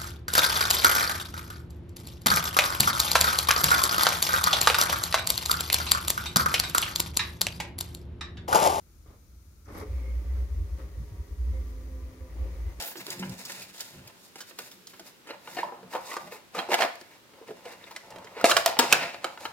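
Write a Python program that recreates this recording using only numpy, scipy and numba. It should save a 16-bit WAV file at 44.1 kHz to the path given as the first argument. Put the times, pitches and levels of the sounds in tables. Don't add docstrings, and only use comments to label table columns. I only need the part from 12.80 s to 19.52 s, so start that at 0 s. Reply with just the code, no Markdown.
import sys
import numpy as np
from scipy import signal
from scipy.fft import rfft, irfft, next_fast_len
from scipy.io import wavfile
from scipy.ndimage import uniform_filter1d, map_coordinates
from numba import njit

SR = 44100
rng = np.random.default_rng(int(sys.argv[2]) if len(sys.argv) > 2 else 0)


def to_wav(sig):
    pcm = np.clip(np.atleast_2d(sig), -1, 1) * 32767
    pcm = np.round(pcm).astype(np.int16)
    wavfile.write(sys.argv[1], SR, pcm.T)


N = 296352

# f/Hz, level/dB
NOISE_FLOOR = [(18, -45), (30, -15), (204, -0.5), (364, -4), (554, -11), (632, -10), (1010, -6),
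               (3670, -9.5), (9970, -18.5), (14800, -18.5), (16000, -21)]
SKIN_HISS = [(3500, 10.5), (5000, 7.5), (7000, 7), (10000, 1), (13000, -7), (16500, -26.5)]
CRACK = [(3000, 4), (5000, 8), (7000, 5), (10000, -0.5), (13000, -1), (16500, -3.5)]
# f/Hz, gain/dB
RADIATION = [(60, -68), (200, -10.5), (300, -3), (20000, -1.5)]
SHARED_TONE = [(20, -22), (500, 10.5), (1400, -23), (16000, -44)]
TABLE_RING = [(40, -49), (110, -15), (150, -2), (900, 8), (3000, -20)]
TABLE_SHAKE = [(25, -2), (60, -2), (90, 4.5), (130, 9), (170, -26), (400, -62)]
SKIN_AIR = [(9000, -31), (12500, -8), (15500, 6.5), (20000, 6)]
# f/Hz, t60/s, level/dB
ROOM_BANDS = [(262, 0.23, -21), (1094, 0.36, -6.5), (3330, 0.48, -11), (10500, 0.53, -15)]
# f/Hz, level/dB, t60/s
TABLE_MODES = [(148, 6.5, 0.2), (173, -30, 0.27), (186.5, 15, 0.21), (249.7, 3.5, 0.72), (350, 1, 0.3),
               (526, -6, 0.31)]
BOX_MODES = [(257.5, -21, 0.083), (359.6, -7.5, 0.082), (457, -1.5, 0.041), (491.6, -5.5, 0.061),
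             (581, 1.5, 0.039), (648, -2.5, 0.081), (771, 2, 0.036), (890, -1, 0.012), (962, 4.5, 0.024),
             (1164, 5.5, 0.014), (1309, -2, 0.032), (1440, -1, 0.048), (1716, 8, 0.011), (2038, 2, 0.016),
             (2165, -1.5, 0.032), (2420, 5, 0.012), (2840, 6, 0.014), (3205, -1.5, 0.036),
             (3880, -2.5, 0.029), (4145, -1, 0.03), (4320, 6, 0.0037)]
# peak t/s, 20 dB rise/s, 20 dB fall/s, ring/dB, shake/dB
PUSHES = [(0, .1, 0.09, -57, -70), (.19, 0.028, 0.11, -47, -59), (.35, 0.036, .1, -49, -77),
          (.43, 0.17, 0.23, -38.5, -67), (.515, 0.14, 0.054, -51, -42.5), (.82, .2, 0.19, -52.5, -65),
          (1.16, 0.11, .1, -52.5, -62), (1.2, .06, 0.1, -52, -49.5), (1.78, .06, 0.36, -56.5, -87),
          (2.21, .07, .08, -61, -72), (2.75, .17, 0.26, -53, -70), (3.07, 0.28, 0.072, -53, -68),
          (3.22, .2, .1, -62.5, -68), (3.46, 0.064, 0.1, -50.5, -74), (3.78, 0.044, 0.081, -47, -82),
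          (4.02, 0.33, .1, -57, -67), (4.7, 0.058, 0.21, -54.5, -68), (5.02, 0.17, .1, -64, -72),
          (5.39, 0.18, 0.16, -55.5, -61.5), (5.64, .04, 0.22, -56, -58), (5.78, 0.22, 0.2, -61, -51.5),
          (5.99, 0.035, 0.22, -41.5, -62), (6.12, 0.046, .2, -42, -54), (6.25, 0.12, 0.033, -44, -68),
          (6.38, 0.055, 0.051, -71, -76), (6.46, 0.084, 0.053, -57, -62), (6.72, 0.37, .1, -61, -64.5)]
# t/s, f/Hz, level/dB, t60/s
JOLTS = [(.395, 186.4, -29.5, 0.47), (1.558, 298, -39, .025), (1.785, 300, -37, .03),
         (2.195, 297, -37, 0.034), (3.887, 340, -30.5, 0.034), (4.005, 60, -50, .05),
         (4.217, 300, -39.5, 0.035), (4.856, 380, -31, 0.021), (5.642, 150, -38, 0.047),
         (5.988, 252, -18, 0.086), (6.123, 70, -28, .03), (6.126, 232, -21, 0.045)]
# peak t/s, 20 dB rise/s, nominal fall/s, dull scrape/dB, bright scrape/dB, skin hiss/dB
SLIDES = [(0, .1, 0.25, -50.5, -41, -39.5), (.08, 0.15, 0.11, -50, -60, -50.5),
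          (.182, 0.045, 0.24, -50, -49, -52), (.322, 0.23, 0.13, -51, -47, -44),
          (.432, 0.17, 0.13, -45, -45.5, -47.5), (.6, 0.41, 0.44, -52, -52, -47.5),
          (.72, 0.3, 0.38, -53, -49, -44.5), (.9, 0.33, 0.45, -68, -55, -54.5),
          (1.005, 0.046, 0.21, -59.5, -48, -42.5), (1.277, 0.4, 0.16, -56, -56.5, -63),
          (1.457, 0.24, 0.045, -63.5, -75, -55), (1.569, 0.029, 0.38, -62.5, -53, -53),
          (1.689, 0.35, .17, -69, -65, -53), (1.798, 0.061, 0.26, -55.5, -51.5, -46),
          (2.08, 0.028, 0.46, -73, -61, -55.5), (2.275, 0.044, 0.047, -51, -53, -47),
          (2.504, 0.031, 0.041, -30, -34, -50), (2.684, 0.027, 0.23, -47, -52, -56),
          (2.735, 0.091, 0.13, -56, -45, -41), (2.785, 0.095, 0.076, -39.5, -37.5, -55),
          (2.901, 0.36, 0.25, -45, -78, -76), (3.113, 0.021, 0.28, -56, -46.5, -48),
          (3.153, 0.035, 0.046, -24, -54, -49), (3.27, 0.08, 0.28, -48, -55, -47),
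          (3.335, 0.062, 0.12, -41.5, -46, -41), (3.539, 0.13, 0.085, -45, -48, -49),
          (3.754, 0.018, 0.16, -42, -38.5, -42.5), (3.779, 0.025, 0.13, -29.5, -36.5, -43),
          (3.9, 0.027, .2, -35, -45, -46), (3.943, 0.043, 0.089, -26, -30.5, -35),
          (4.018, 0.063, 0.074, -25, -28.5, -36.5), (4.21, .1, .06, -54.5, -58, -56),
          (4.365, 0.2, 0.044, -54.5, -56.5, -60), (4.622, 0.27, 0.067, -52.5, -67, -75),
          (4.679, .03, .2, -52, -53.5, -59), (4.88, 0.038, 0.16, -43, -46, -50.5),
          (4.925, 0.15, 0.035, -42.5, -51, -49.5), (5.116, 0.36, 0.067, -54, -54, -58),
          (5.173, .1, 0.33, -69, -61, -56), (5.34, 0.37, 0.36, -45.5, -59, -80),
          (5.51, 0.27, 0.25, -55, -63, -64), (5.587, 0.035, 0.11, -30.5, -36.5, -50),
          (5.655, 0.011, 0.14, -25.5, -28.5, -24), (5.707, 0.05, 0.03, -37, -34, -26),
          (5.782, 0.044, 0.087, -42, -34, -33.5), (5.874, .04, 0.074, -30.5, -33, -33),
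          (5.999, 0.015, .1, -25.5, -27.5, -30.5), (6.136, 0.076, 0.16, -28.5, -27.5, -29.5),
          (6.22, 0.23, 0.19, -38.5, -32, -57), (6.453, 0.053, 0.11, -39.5, -44.5, -48.5),
          (6.657, 0.14, 0.074, -46.5, -51.5, -48.5)]
# t/s, free low panel f/Hz, free high panel f/Hz, low panel/dB, top of skin hiss/dB
GRIP = [(0, 710, 2950, 2, -10), (.08, 696, 2950, -8, 8.5), (.19, 460, 2400, -13, -2),
        (.69, 770, 2290, -23, -10), (1.05, 710, 3050, -4, -6), (1.3, 580, 2630, -5, -6),
        (1.76, 600, 2310, 0, -6), (2.04, 560, 3020, -13, -3), (2.5, 560, 1710, -11, -8),
        (2.86, 980, 1730, -27, -7), (3.2, 830, 1660, -2, -7), (3.33, 1100, 2050, 1.5, -15),
        (3.55, 417, 2050, 2.5, -5), (3.72, 810, 2220, -1.5, -17), (4.25, 700, 1990, -10.5, -5),
        (4.71, 443, 1950, 3, -12), (5.11, 820, 2060, -34, -13), (5.54, 643, 1920, -9, -34),
        (5.87, 660, 2430, 7, -8), (5.99, 880, 2570, -4, -17), (6.31, 636, 2300, 0.5, -25),
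        (6.72, 836, 2400, -8, -10)]
# t/s, level/dB, struck panel f/Hz, hollow/dB, panel/dB, crack/dB,
# chatter decay/ms, struck panel/dB, left minus right/dB; hollow, panel and crack are relative to level
KNOCKS = [(.022, -26.5, 833, -16, -33, -9, 7, 13, 5), (0.155, -36.5, 372, -6, -7, -39, 5, 10, -7),
          (.169, -28.5, 330, -17.5, -31, -13, 30, 23, 0), (0.266, -23, 315, -26, -23, -14.5, 2.5, 7, 0),
          (.28, -33, 390, -8, -14, -27, 6.4, 3, -3), (.303, -29, 7460, -33, -29, -3.5, 4.1, 5, -1),
          (.329, -37, 790, -24, -18, -5.5, 6, 16, -7), (.394, -35, 365, -7, -24, -4.5, 7, 9, -1),
          (.425, -27.5, 825, -13, -7.5, -36, 8.6, 11, 0), (.494, -40, 550, -13, -23, -5, 4.7, 18, -8),
          (.589, -43, 1040, -24, -18, -15, 7.6, 13, 2.5), (.651, -28, 5360, -31, -22, -9, 10, 5, -1),
          (.696, -32, 1840, -16.5, -9, -9.5, 9.2, 6, -5), (.719, -35.5, 2730, -31, -12, -3.5, 5.4, 17, -3),
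          (0.818, -35, 2490, -36, -10.5, -5.5, 16, 20, -3), (0.979, -41, 4070, -30, -12, -5, 4.1, 17, 1),
          (1.006, -31.5, 6870, -34, -18, -1.5, 4.4, 14, 0), (1.274, -39, 2460, -22, -14, -7, 6.9, 21, -1.5),
          (1.556, -33.5, 820, -14, -11, -12, 7, 3, -2), (1.605, -29, 1570, -27, -15.5, -9.5, 12, 2, -2.5),
          (1.709, -42, 355, -11, -9, -33, 5.7, -1, -10),
          (1.787, -27.5, 495, -15.5, -11.5, -9, 5.2, -1, -2.5), (1.913, -39, 301, -22, -15, -8, 9.7, 9, -3),
          (2.07, -37, 3950, -36, -20, -5.5, 6, 3, -2.5), (2.134, -39, 380, -14, -11, -16, 11, 6, -2),
          (2.195, -30.5, 396, -13, -19, -14.5, 5.7, -13, -1), (2.47, -39, 483, -16, -7, -14, 20, 6, -1),
          (2.489, -33, 490, -18, -12, -22, 7.5, 5, -3), (2.505, -24, 449, -13.5, -14.5, -32, 8, 2, -3),
          (2.673, -31, 860, -12, -8.5, -37, 4.3, 5, 1), (2.747, -35, 350, -21, -17, -14, 11, 22, -2.5),
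          (2.768, -24, 736, -6.5, -12.5, -40, 8.9, 5.5, 3.5),
          (2.788, -20.5, 1785, -8.5, -9.5, -37, 6, 17, -.5), (2.83, -21.5, 986, -11, -2, -29, 11.3, 25, -2),
          (2.922, -28.5, 985, -8, -15, -51, 6, 29, -.5), (3.029, -37.5, 450, -8.5, -18.5, -42, 3.4, 11, -2),
          (3.127, -34, 1800, -25, -9, -15, 8, 19, -4), (3.135, -27, 880, -11, -15, -20, 8.7, 6, 9),
          (3.15, -32, 940, -15, -10, -33, 10, 7, -7), (3.313, -27, 1980, -15, -10, -26, 6.8, 22, 1),
          (3.333, -38, 760, -20, -15, -25, 8.4, 12, 0), (3.366, -17, 1190, -16.5, -11.5, -25.5, 5.8, 14, 0),
          (3.748, -21.5, 1200, -13, -11.5, -26, 5.3, 26, 2), (3.768, -24, 503, -13, -13, -28, 5.1, 21, -2),
          (3.787, -18, 813, -14, -9.5, -23.5, 9, 20, -6), (3.888, -26.5, 362, -2.5, -31, -24, 6.2, 4, 0),
          (3.904, -24.5, 680, -13, -14, -25, 7.9, 19, -8),
          (3.917, -22.5, 700, -12, -13.5, -21, 4.4, 18, -11),
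          (3.924, -19.5, 996, -14, -12, -24, 5.2, 13, 10),
          (3.932, -16, 2200, -19, -11, -22, 3.7, 15, -12.5),
          (3.941, -11, 693, -11, -11, -16.5, 6.2, 4, -1.5), (4.003, -21.5, 693, -1, -28, -26, 8.8, 8, 0),
          (4.007, -15.5, 633, -18, -14.5, -25, 12, 3, -17), (4.02, -14, 2290, -26, -8, -27, 5.8, 5, -6),
          (4.027, -14.5, 672, -8.5, -20, -41, 6, 5, -2), (4.154, -35, 720, -9, -29, -14, 2.9, 2, 2),
          (4.212, -31, 361, -21, -20.5, -18, 2.5, 15, 1), (4.535, -45, 395, -8.5, -11, -28, 7.4, 15, 0),
          (4.613, -44.5, 450, 0, -29, -30, 8.9, 10, 0), (4.689, -36.5, 424, -3, -20, -26, 6.4, 5, -2),
          (4.705, -29, 426, -4.5, -24, -28, 10, 10, -1), (4.855, -28.5, 492, -9, -16.5, -24, 5.3, 1.5, -2),
          (5.04, -38.5, 3650, -21, -9.5, -25, 4.1, 20, 12),
          (5.109, -31.5, 986, -16, -10, -16.5, 9.4, 7, 1.5), (5.162, -25, 2040, -23, -12, -13, 4.5, 10, -2),
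          (5.304, -37.5, 486, -8, -16, -12, 5.9, 0, 1), (5.32, -33, 784, -17, -18, -33, 4.6, 6, -1),
          (5.359, -31, 656, -8.5, -17, -23, 4.5, 6.5, -4), (5.384, -37, 953, -12, -12, -19, 3.6, 10, -2),
          (5.444, -41, 436, -7, -12, -10, 7, 9, -2), (5.47, -39, 1960, -15, -7, -24, 6.5, 4, -3),
          (5.566, -27.5, 457, -9.5, -15, -34, 8.2, 13, 1), (5.611, -34, 1430, -9, -0.5, -7.5, 4.1, 18, -2),
          (5.642, -.5, 681, -8.5, -16.5, -25, 3.4, 14.5, -2.5),
          (5.694, -13, 1150, -40, -6.5, -15, 12, 9, -1), (5.713, -6.5, 1480, -36, -10, -20, 5.8, 12, -3),
          (5.766, -3, 1113, -19.5, -12, -16, 5.5, 6, -5.5),
          (5.86, -2, 666, -15.5, -18.5, -17, 2.4, 26, -3.5), (5.968, -25, 806, -6.5, -11, -34, 7.1, 9, -2),
          (5.989, -7, 919, -19, -9, -8.5, 6, 6, 0.5), (5.995, -12, 970, -14, -9, -12.5, 3.7, 8, 12),
          (6.125, 0.5, 2560, -29.5, -12.5, -14, 3.3, 11, -3.5),
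          (6.132, -8.5, 1486, -15, -13, -21, 1.8, 19, -6),
          (6.443, -13.5, 1164, -16.5, -12, -19.5, 3.7, 3, -4.5),
          (6.574, -32.5, 1360, -18, -8.5, -25, 3.8, 9, 0), (6.605, -31.5, 617, -17, -23, -19.5, 6, 0, -2),
          (6.653, -24, 1380, -21, -4.5, -20, 6.5, 8.5, 3)]
# knock level/dB, contact size
FIRST_CONTACT = [(-21, 2.44), (1, 2.2)]
# delay/s, level/dB
TABLE_ECHO = [(.00042, -14), (.00061, -14)]
# t/s, right capsule lag/samples
RIGHT_LAG = [(0, 5.6), (2.5, 3.42), (4, 2.65), (6.72, 2.73)]

HOLLOW_TOP_HZ, STRUCK_RING_CYCLES = 900, 49
NOISE_FLOOR_DB, HIGH_PANEL_DB = -57, -3
CUTOFF_HZ = 16150


def undb(db):
    return 10 ** (np.asarray(db) / 20)


def unit(x, size=None):
    return x / np.sqrt(np.mean(x[:size] ** 2) + 1e-18)


def colour(x, points):
    hz, db = np.transpose(points)
    size = next_fast_len(len(x))
    f = np.arange(size // 2 + 1) * SR / size + 1
    gain = undb(np.interp(np.log(f), np.log(hz), db, left=-90))
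    return irfft(rfft(x, size) * gain, size)[:len(x)]


def rings(modes, size=8192):
    hz, db, t60 = np.array(modes).T[:, :, None]
    t = np.arange(size) / SR
    return undb(db) * np.sin(2 * np.pi * hz * t) * np.exp(-np.log(1000) * t / np.maximum(t60, .005))


@njit
def resonate(x, hz, q):
    y, band_state, low_state = np.empty(len(x)), 0., 0.
    for i in range(len(x)):
        g = np.tan(np.pi * hz[i] / SR)
        band = (band_state + g * (x[i] - low_state)) / (1 + g * (g + 1 / q))
        band_state, low_state = 2 * band - band_state, low_state + 2 * g * band
        y[i] = band / q
    return y


def wander(rate):
    hold = int(SR / rate)
    return uniform_filter1d(np.repeat(rng.standard_normal(N // hold + 1), hold), hold)[:N]


def grit(size, rate, spread_db):
    hit = rng.random(size) < rate / SR
    return hit * rng.standard_normal(size) * undb(spread_db * np.minimum(rng.exponential(size=size), 3))


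def curves(table):
    times, *columns = np.transpose(table)
    return [np.interp(np.arange(N) / SR, times, column) for column in columns]


def swells(rows, fall_scales, rest_dbs):
    peak, rise, fall, *levels = np.array(rows, float).T[:, :, None]
    t = np.arange(0, N + 64, 64) / SR
    gains = []
    for db, scale, rest_db in zip(levels, fall_scales, rest_dbs):
        away = np.maximum((peak - t) / rise, (t - peak) / (fall * scale))
        power = np.sum(undb(db - 20 * away) ** 2, 0) + undb(rest_db) ** 2
        gains.append(np.interp(np.arange(N) / SR, t, np.sqrt(power)))
    return gains


def noise_floor():
    shared = colour(rng.standard_normal(N), SHARED_TONE)
    pair = np.array([colour(rng.standard_normal(N) + .5 * shared, NOISE_FLOOR) for _ in range(2)])
    return unit(pair) * undb(NOISE_FLOOR_DB)


def reverberation(x):
    t = np.arange(16384) / SR
    out = []
    for _ in range(2):
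        tail = 0
        for hz, t60, db in ROOM_BANDS:
            passband = [(hz / 4, -30), (hz / 1.99, 0), (hz * 1.57, 0), (hz * 4, -30)]
            band = unit(colour(rng.standard_normal(len(t)), passband))
            echoes = band * (1 - np.exp(-t / .001)) * 1000. ** (-t / t60)
            tail = tail + undb(db) * echoes * np.sqrt(hz / SR * 4 / np.sum(echoes ** 2))
        out.append(signal.fftconvolve(x, tail)[:N])
    return np.array(out)


def table_rumble():
    ring_gain, shake_gain = swells(PUSHES, fall_scales=(1, 1), rest_dbs=(-77, -76.5))
    force = rng.standard_normal(N) * undb(2.2 * wander(25))
    ring = signal.fftconvolve(force, rings(TABLE_MODES, size=12288).sum(0))[:N]
    return ring_gain * unit(colour(ring, TABLE_RING)) + shake_gain * unit(colour(force, TABLE_SHAKE))


def jolts():
    out, t = np.zeros(N + 8192), np.arange(8192) / SR
    for onset, hz, db, t60 in JOLTS:
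        start = int(onset * SR)
        out[start:start + len(t)] += rings([(hz, db, t60)])[0] * (1 - np.exp(-(t * hz) ** 2))
    return out[:N]


def gripped_modes(bend):
    modes = np.array(BOX_MODES, float)
    modes[:, 0] *= 1 + bend * rng.standard_normal(len(modes))
    return rings(modes, size=2560) * rng.choice([-1, 1], (len(modes), 1))


def finger_slides():
    dull_gain, bright_gain, hiss_gain = swells(SLIDES, fall_scales=(1.135, .85, .91), rest_dbs=[-100] * 3)
    low_hz, high_hz, low_db, air_db = curves(GRIP)
    is_dull = np.array(BOX_MODES)[:, 0] < 1400
    roughness = wander(45)
    dull = bright = 0
    for _ in range(3):
        modes = gripped_modes(bend=.077)
        slips = grit(N, rate=1200, spread_db=1) * undb(4 * roughness)
        dull = dull + signal.oaconvolve(slips, modes[is_dull].sum(0))[:N]
        bright = bright + signal.oaconvolve(slips, modes[~is_dull].sum(0))[:N]
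    dull = unit(dull) + undb(low_db) * unit(resonate(slips, low_hz, q=7.3))
    bright = unit(bright) + undb(HIGH_PANEL_DB) * unit(resonate(slips, high_hz, q=4.3))
    tips = [colour(grit(N, rate=4600, spread_db=-.5) * undb(3.1 * roughness), SKIN_HISS) for _ in range(2)]
    skin = unit(np.array([tips[0] + .061 * tips[1], tips[1] + .21 * tips[0]]))
    air = unit(np.array([colour(side, SKIN_AIR) for side in skin]))
    return dull_gain * dull + bright_gain * bright + hiss_gain * (skin + undb(air_db) * air)


def box_knocks():
    mode_hz = np.array(BOX_MODES)[:, 0]
    is_hollow = mode_hz < HOLLOW_TOP_HZ
    out, t, window = np.zeros((2, N + 16384)), np.arange(1536) / SR, int(.013 * SR)
    for onset, level_db, hz, hollow_db, panel_db, crack_db, chatter_ms, struck_db, pan_db in KNOCKS:
        envelope = (1 - np.exp(-t / .0015)) * np.exp(-t / (chatter_ms / 1000))
        contacts = envelope * (grit(len(t), rate=2500, spread_db=2) + .24 * rng.standard_normal(len(t)))
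        contacts[40] += np.interp(level_db, *np.transpose(FIRST_CONTACT))
        nearness = 1 / (1 + (np.log(mode_hz / hz) / .15) ** 2)
        modes = gripped_modes(bend=.023) * undb(6 * nearness)[:, None]
        hollow = signal.fftconvolve(contacts, modes[is_hollow].sum(0))
        panel = signal.fftconvolve(contacts, modes[~is_hollow].sum(0))
        hard = contacts * (.88 + 1.8 * np.exp(-t / .0019))
        t60 = min(STRUCK_RING_CYCLES / hz, .085)
        struck = signal.fftconvolve(hard, rings([(hz, struck_db, t60)], size=2560)[0])
        if hz < HOLLOW_TOP_HZ:
            hollow += struck
        else:
            panel += struck
        crack = contacts * (1 + .08 * np.exp(-t / .0024)) + .77 * envelope * rng.standard_normal(len(t))
        crack = np.pad(colour(crack, CRACK), (0, len(hollow) - len(t)))
        parts = (hollow_db, hollow), (panel_db, panel), (crack_db, crack)
        blow = sum(undb(db) * unit(part, window) for db, part in parts)
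        starts = int(onset * SR) + np.array([0, rng.integers(-2, 2)])
        for side, start in enumerate(starts):
            out[side, start:start + len(blow)] += blow * undb(level_db + pan_db * (.5 - side))
    return out[:, :N]


def scene():
    box = box_knocks() + finger_slides() * undb([[-.3], [.3]])
    box = [side + undb(db) * np.roll(side, int(lag * SR)) for side, (lag, db) in zip(box, TABLE_ECHO)]
    near = np.array([colour(side, RADIATION) for side in box]) + table_rumble() + jolts()
    delayed_right = map_coordinates(near[1], [np.arange(N) - curves(RIGHT_LAG)[0]], order=3)
    return np.array([near[0], delayed_right]) + reverberation(near.mean(0)) + noise_floor()


def record(dry):
    lowpass = signal.ellip(8, .2, 70, CUTOFF_HZ, fs=SR, output="sos")
    return signal.sosfilt(lowpass, np.clip(dry, -1, 1))


dry = scene()
out = record(dry)
to_wav(out)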